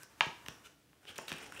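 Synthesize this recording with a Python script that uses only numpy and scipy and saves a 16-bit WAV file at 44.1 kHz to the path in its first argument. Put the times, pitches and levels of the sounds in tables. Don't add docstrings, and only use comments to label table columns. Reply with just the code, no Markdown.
import sys
import numpy as np
from scipy import signal
from scipy.fft import rfft, irfft
from scipy.io import wavfile

SR = 44100
rng = np.random.default_rng(int(sys.argv[2]) if len(sys.argv) > 2 else 0)


def transcribe(u):
    v = np.clip(np.atleast_2d(u).T, -1, 1)
    q = np.round(v * 32767).astype(np.int16)
    wavfile.write(sys.argv[1], SR, q)


N = 70560
TIME = np.arange(N) / SR


def undb(db):
    return 10 ** (np.asarray(db) / 20)


def unit(x):
    return x / np.sqrt(np.mean(x ** 2))


def fade(t60):
    return np.exp(-np.log(1000) * TIME / t60)


def at(x, start):
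    silence = np.zeros(max(int(round(start * SR)), 0))
    return np.concatenate([silence, x])[:N]


def cut(x, hz, kind, order=2):
    sos = signal.butter(order, min(hz, SR / 2 - 1), kind, fs=SR, output="sos")
    return signal.sosfilt(sos, x)


def resonate(x, hz, width):
    b, a = signal.iirpeak(min(hz, SR / 2 - 1), hz / width, fs=SR)
    return signal.lfilter(b, a, x)


def colour(x, points):
    hz, db = np.array(points).T
    f = np.maximum(np.fft.rfftfreq(N, 1 / SR), 1)
    gain = undb(np.interp(np.log(f), np.log(hz), db))
    bass_fall = np.minimum(f / hz[0], 1) ** 2
    return irfft(rfft(x) * gain * bass_fall, N)


def swell(points):
    s, db = np.array(points).T
    return undb(np.interp(TIME, s, db))


def grains(rate, scatter_db):
    hit = rng.random(N) < rate / SR
    size = undb(scatter_db * np.clip(rng.standard_normal(N), -2, 2))
    sign = rng.choice([-1, 1], N)
    return unit(hit * sign * size)


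def ring(modes):
    out = 0
    for k, (hz, db, t60) in enumerate(modes):
        out = out + (-1) ** k * undb(db) * fade(t60) * np.sin(2 * np.pi * hz * TIME)
    return out


TICK_TOP_HZ = 9500


def tick(hz, t60):
    burst = rng.standard_normal(N) * fade(t60)
    return cut(cut(burst, hz, "high", order=1), TICK_TOP_HZ, "low", order=1)


# frequency in Hz, level in dB.
AIR_COLOUR = [(15, -68), (25, -20), (136, -6.5), (253, -15.5), (289, -7), (368, -16.5), (741, -19),
              (1020, -32), (1750, -28), (2420, -26), (3170, -24.5), (4260, -28.5), (15500, -33)]
AIR_DB = -69


def still_air():
    return undb(AIR_DB) * unit(colour(rng.standard_normal(N), AIR_COLOUR))


# start in seconds, length in seconds, level in dB,
# centre of the hiss in Hz, hiss level in dB, rasp in Hz, rasp level in dB.
SLIPS = [(-.01, 0.069, -64, 7400, 0.5, 1550, 4), (0.26, 0.0044, -59, 8050, 1, 2880, 2),
         (0.636, 0.049, -56.5, 5700, -10.5, 1381, -7), (1.064, 0.054, -54, 9150, -19, 3074, 2),
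         (1.155, 0.018, -54, 7850, -16, 3050, -12), (1.179, 0.0061, -44, 8100, -0.5, 5970, 1),
         (1.2795, 0.0078, -49, 7140, -1.5, 3600, 6.5), (1.283, 0.025, -52.5, 5200, -0.5, 3110, -2),
         (1.324, 0.0069, -41.5, 8350, -15, 2790, -24), (1.38, 0.0089, -63, 9200, 3, 3010, 10.5),
         (1.42, 0.0055, -62, 7140, -9, 1750, -1), (1.433, 0.011, -64, 9100, 1, 1420, 0),
         (1.522, 0.0036, -52, 7500, -2, 1560, 7), (1.556, 0.032, -61, 7800, -3, 2756, 8.5),
         (1.588, 0.028, -54, 7800, -4, 2770, 8.5)]
# frequency in Hz, width in Hz, level in dB.
CARD = [(465, 104, -4), (1420, 250, -4), (2483, 390, -3), (2870, 350, -3.5), (3500, 120, -8),
        (3850, 400, -15)]
SLIP_GRAINS_PER_S, SLIP_SCATTER_DB = 4200, 0.5
SLIP_EDGE = 0.36
RASP_JITTER, RASP_JITTER_HZ = .12, 1200


def slips():
    friction = grains(SLIP_GRAINS_PER_S, SLIP_SCATTER_DB)
    card = unit(sum(undb(db) * resonate(friction, hz, width) for hz, width, db in CARD))
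    wander = unit(cut(rng.standard_normal(N), RASP_JITTER_HZ, "low"))
    sticking = np.cumsum(1 + RASP_JITTER * wander) / SR
    out = 0
    for start, length, db, hiss_hz, hiss_db, rasp_hz, rasp_db in SLIPS:
        progress = (TIME - start) / length
        stroke = np.clip(np.minimum(progress, 1 - progress) / SLIP_EDGE, 0, 1)
        hiss = unit(resonate(friction, hiss_hz, hiss_hz / 2))
        rasp = unit(np.sin(2 * np.pi * rasp_hz * sticking))
        out = out + undb(db) * stroke * (card + undb(hiss_db) * hiss + undb(rasp_db) * rasp)
    return out


# time in seconds, level in dB.
RUSTLE = [(0, -60), (.08, -70.5), (.115, -63.5), (.15, -67), (.2, -61), (.4, -62.5), (.47, -61), (.53, -60),
          (.6, -64.5), (.7, -66.5), (.76, -76), (1.0, -75.5)]
# frequency in Hz, level in dB.
RUSTLE_COLOUR = [(35, -29.5), (60, -2), (171, -7), (738, -12), (910, -9.5), (1740, -9.5), (1960, -12),
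                 (4520, -21.5), (8280, -21), (15500, -29)]


def rustle():
    return swell(RUSTLE) * unit(colour(grains(rate=6600, scatter_db=0.5), RUSTLE_COLOUR))


# frequency in Hz, level in dB, t60 in seconds.
BOX_MODES = [(446, -9.5, 0.01), (878, -20.5, 0.022), (1047, -18, 0.041), (1340, -5.5, 0.0056),
             (1740, -4.5, 0.0088), (2704, -2.5, .007), (3600, -4, 0.0041), (5800, -6.5, 0.0049)]
# start in seconds, level in dB, contact cut-off in Hz, tick level in dB.
TAPS = [(.0330, -42, 2023, 7.5), (0.462, -36, 3800, -4.5), (.4630, -35, 5060, -23),
        (0.4841, -27.5, 5000, -0.5), (.9310, -47, 1770, -24), (1.0528, -44.5, 4900, -26),
        (1.1590, -44, 5000, 5), (1.1865, -23.5, 1800, -35), (1.281, -34.5, 6960, 0.5),
        (1.3045, -35, 4970, -18), (1.3179, -24.5, 5300, -11), (1.329, -46, 4000, -3),
        (1.338, -35.5, 4020, -8), (1.522, -36.5, 2350, -10)]
BOX_LOW_HZ, TICK_HZ, TICK_T60_S = 150, 3500, 0.0036


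def taps():
    body = cut(ring(BOX_MODES), BOX_LOW_HZ, "high")
    out = 0
    for start, db, contact_hz, tick_db in TAPS:
        knock = cut(body, contact_hz, "low") + undb(tick_db) * tick(TICK_HZ, TICK_T60_S)
        out = out + undb(db) * at(knock, start)
    return out


# frequency in Hz, level in dB, t60 in seconds.
TILE_MODES = [(929, -11.5, 0.019), (1009, -11, 0.0098), (1263, -16, 0.014), (1648, -16.5, 0.02),
              (2405, -6.5, 0.0084), (2440, -23, 0.018), (2760, -14.5, 0.013), (3200, -20, 0.02),
              (3554, -20.5, 0.013), (4400, -48, .012), (5600, -46, 0.013), (6780, -26.5, 0.004),
              (8300, -50.5, 0.027)]
# frequency in Hz, level in dB, t60 in seconds.
TABLE_MODES = [(970.4, -42.5, .42), (1100, -44.5, 0.31), (1286, -44, .3), (1650, -45, .3)]
# start in seconds, level in dB.
CLACKS = [(.2080, -3)]
CRACK_DB, CRACK_T60_S, CRACK_HZ, CRACK_TOP_HZ = -33, .02, 3000, 8900
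TILE_LOW_HZ = 490


def tiles():
    crack = undb(CRACK_DB) * cut(tick(CRACK_HZ, CRACK_T60_S), CRACK_TOP_HZ, "low")
    clack = cut(ring(TILE_MODES) + ring(TABLE_MODES), TILE_LOW_HZ, "high") + crack
    return sum(undb(db) * at(clack, start) for start, db in CLACKS)


# frequency in Hz, level in dB.
RATTLE_COLOUR = [(400, -14), (1200, -4), (2200, -2), (3300, -2), (4200, -5.5), (6500, -12), (8000, -19.5),
                 (15000, -37)]
RATTLE_DB, RATTLE_T60_S, RATTLE_GRAINS_PER_S = -42, 0.35, 1200


def rattle():
    jostle = fade(RATTLE_T60_S) * unit(colour(grains(RATTLE_GRAINS_PER_S, scatter_db=-1.5), RATTLE_COLOUR))
    return sum(undb(db + RATTLE_DB) * at(jostle, start) for start, db in CLACKS)


# start in seconds, level in dB, pitch in Hz, t60 in seconds.
THUDS = [(0.2097, -41, 173, 0.033), (.2650, -30.5, 370, .013), (0.266, -36.5, 139, 0.052),
         (.4860, -35, 135, 0.02), (1.187, -28.5, 552, 0.0069), (1.1873, -41, 247, 0.034),
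         (1.1905, -28.5, 930, 0.0078), (1.3188, -23.5, 420, 0.0088), (1.321, -42, 151, 0.06)]
THUD_ATTACK_S, THUD_LOW_HZ = 0.0014, 60


def thuds():
    onset = np.minimum(TIME / THUD_ATTACK_S, 1)
    knocks = 0
    for start, db, hz, t60 in THUDS:
        swings = onset * fade(t60) * np.sin(2 * np.pi * hz * TIME)
        knocks = knocks + undb(db) * at(swings, start)
    return cut(knocks, THUD_LOW_HZ, "high")


# time in seconds, level in dB.
SCRAPE = [(1.0, -87.5), (1.03, -66), (1.075, -66), (1.10, -51.5), (1.135, -64), (1.2, -53.5), (1.265, -61),
          (1.30, -50.5), (1.35, -54), (1.405, -52.5), (1.435, -50.5), (1.475, -54.5), (1.51, -58.5),
          (1.545, -53), (1.6, -52.5)]
# frequency in Hz, level in dB.
SCRAPE_COLOUR = [(60, -11.5), (100, -10.5), (170, -14), (280, -8.5), (350, -13), (420, -6), (600, -14.5),
                 (800, -8.5), (1050, -14), (1450, -8.5), (2200, -12.5), (2840, -9.5), (4300, -24.5),
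                 (5400, -19.5), (6800, -23), (9300, -20), (11000, -30), (15500, -32.5)]
SCRAPE_BAND_EDGES_HZ = [300, 600, 1100, 2200, 4000, 7000]
SCRAPE_GRAINS_PER_S, SCRAPE_SCATTER_DB = 3500, 3.5
SCRAPE_JERK_DB, SCRAPE_JERK_HZ = 2.5, 44


def scrape():
    rest = unit(colour(grains(SCRAPE_GRAINS_PER_S, SCRAPE_SCATTER_DB), SCRAPE_COLOUR))
    out = 0
    for top_hz in SCRAPE_BAND_EDGES_HZ + [SR]:
        band = irfft(rfft(rest) * (np.fft.rfftfreq(N, 1 / SR) < top_hz), N)
        jerks = undb(SCRAPE_JERK_DB * unit(cut(rng.standard_normal(N), SCRAPE_JERK_HZ, "low")))
        rest = rest - band
        out = out + jerks * band
    return swell(SCRAPE) * unit(out)


# frequency in Hz, level in dB.
ROOM_COLOUR = [(100, -6), (300, 2), (600, 3), (1000, -0.5), (2000, -3.5), (3200, -2), (5500, 2.5),
               (9000, -6.5), (15000, -13.5)]
ROOM_DB, ROOM_T60_S, ROOM_DELAY_S = -9.5, 0.39, .006
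EARLY_DB, EARLY_T60_S = -19.5, 0.11


def reflections(t60):
    return unit(colour(rng.standard_normal(N), ROOM_COLOUR) * fade(t60)) / np.sqrt(N)


def room(x):
    early = undb(EARLY_DB) * reflections(EARLY_T60_S)
    late = undb(ROOM_DB) * reflections(ROOM_T60_S)
    return x + signal.fftconvolve(x, at(early + late, ROOM_DELAY_S))[:N]


def scene():
    handling = slips() + rustle() + taps() + tiles() + rattle() + thuds() + scrape()
    return (room(handling) + still_air())[None]


TOP_HZ = 15700


def record(dry):
    no_bass = cut(dry, hz=48, kind="high", order=3)
    steep_top = signal.ellip(10, .2, 70, TOP_HZ, fs=SR, output="sos")
    return signal.sosfilt(steep_top, no_bass)


dry = scene()
out = record(dry)
transcribe(out)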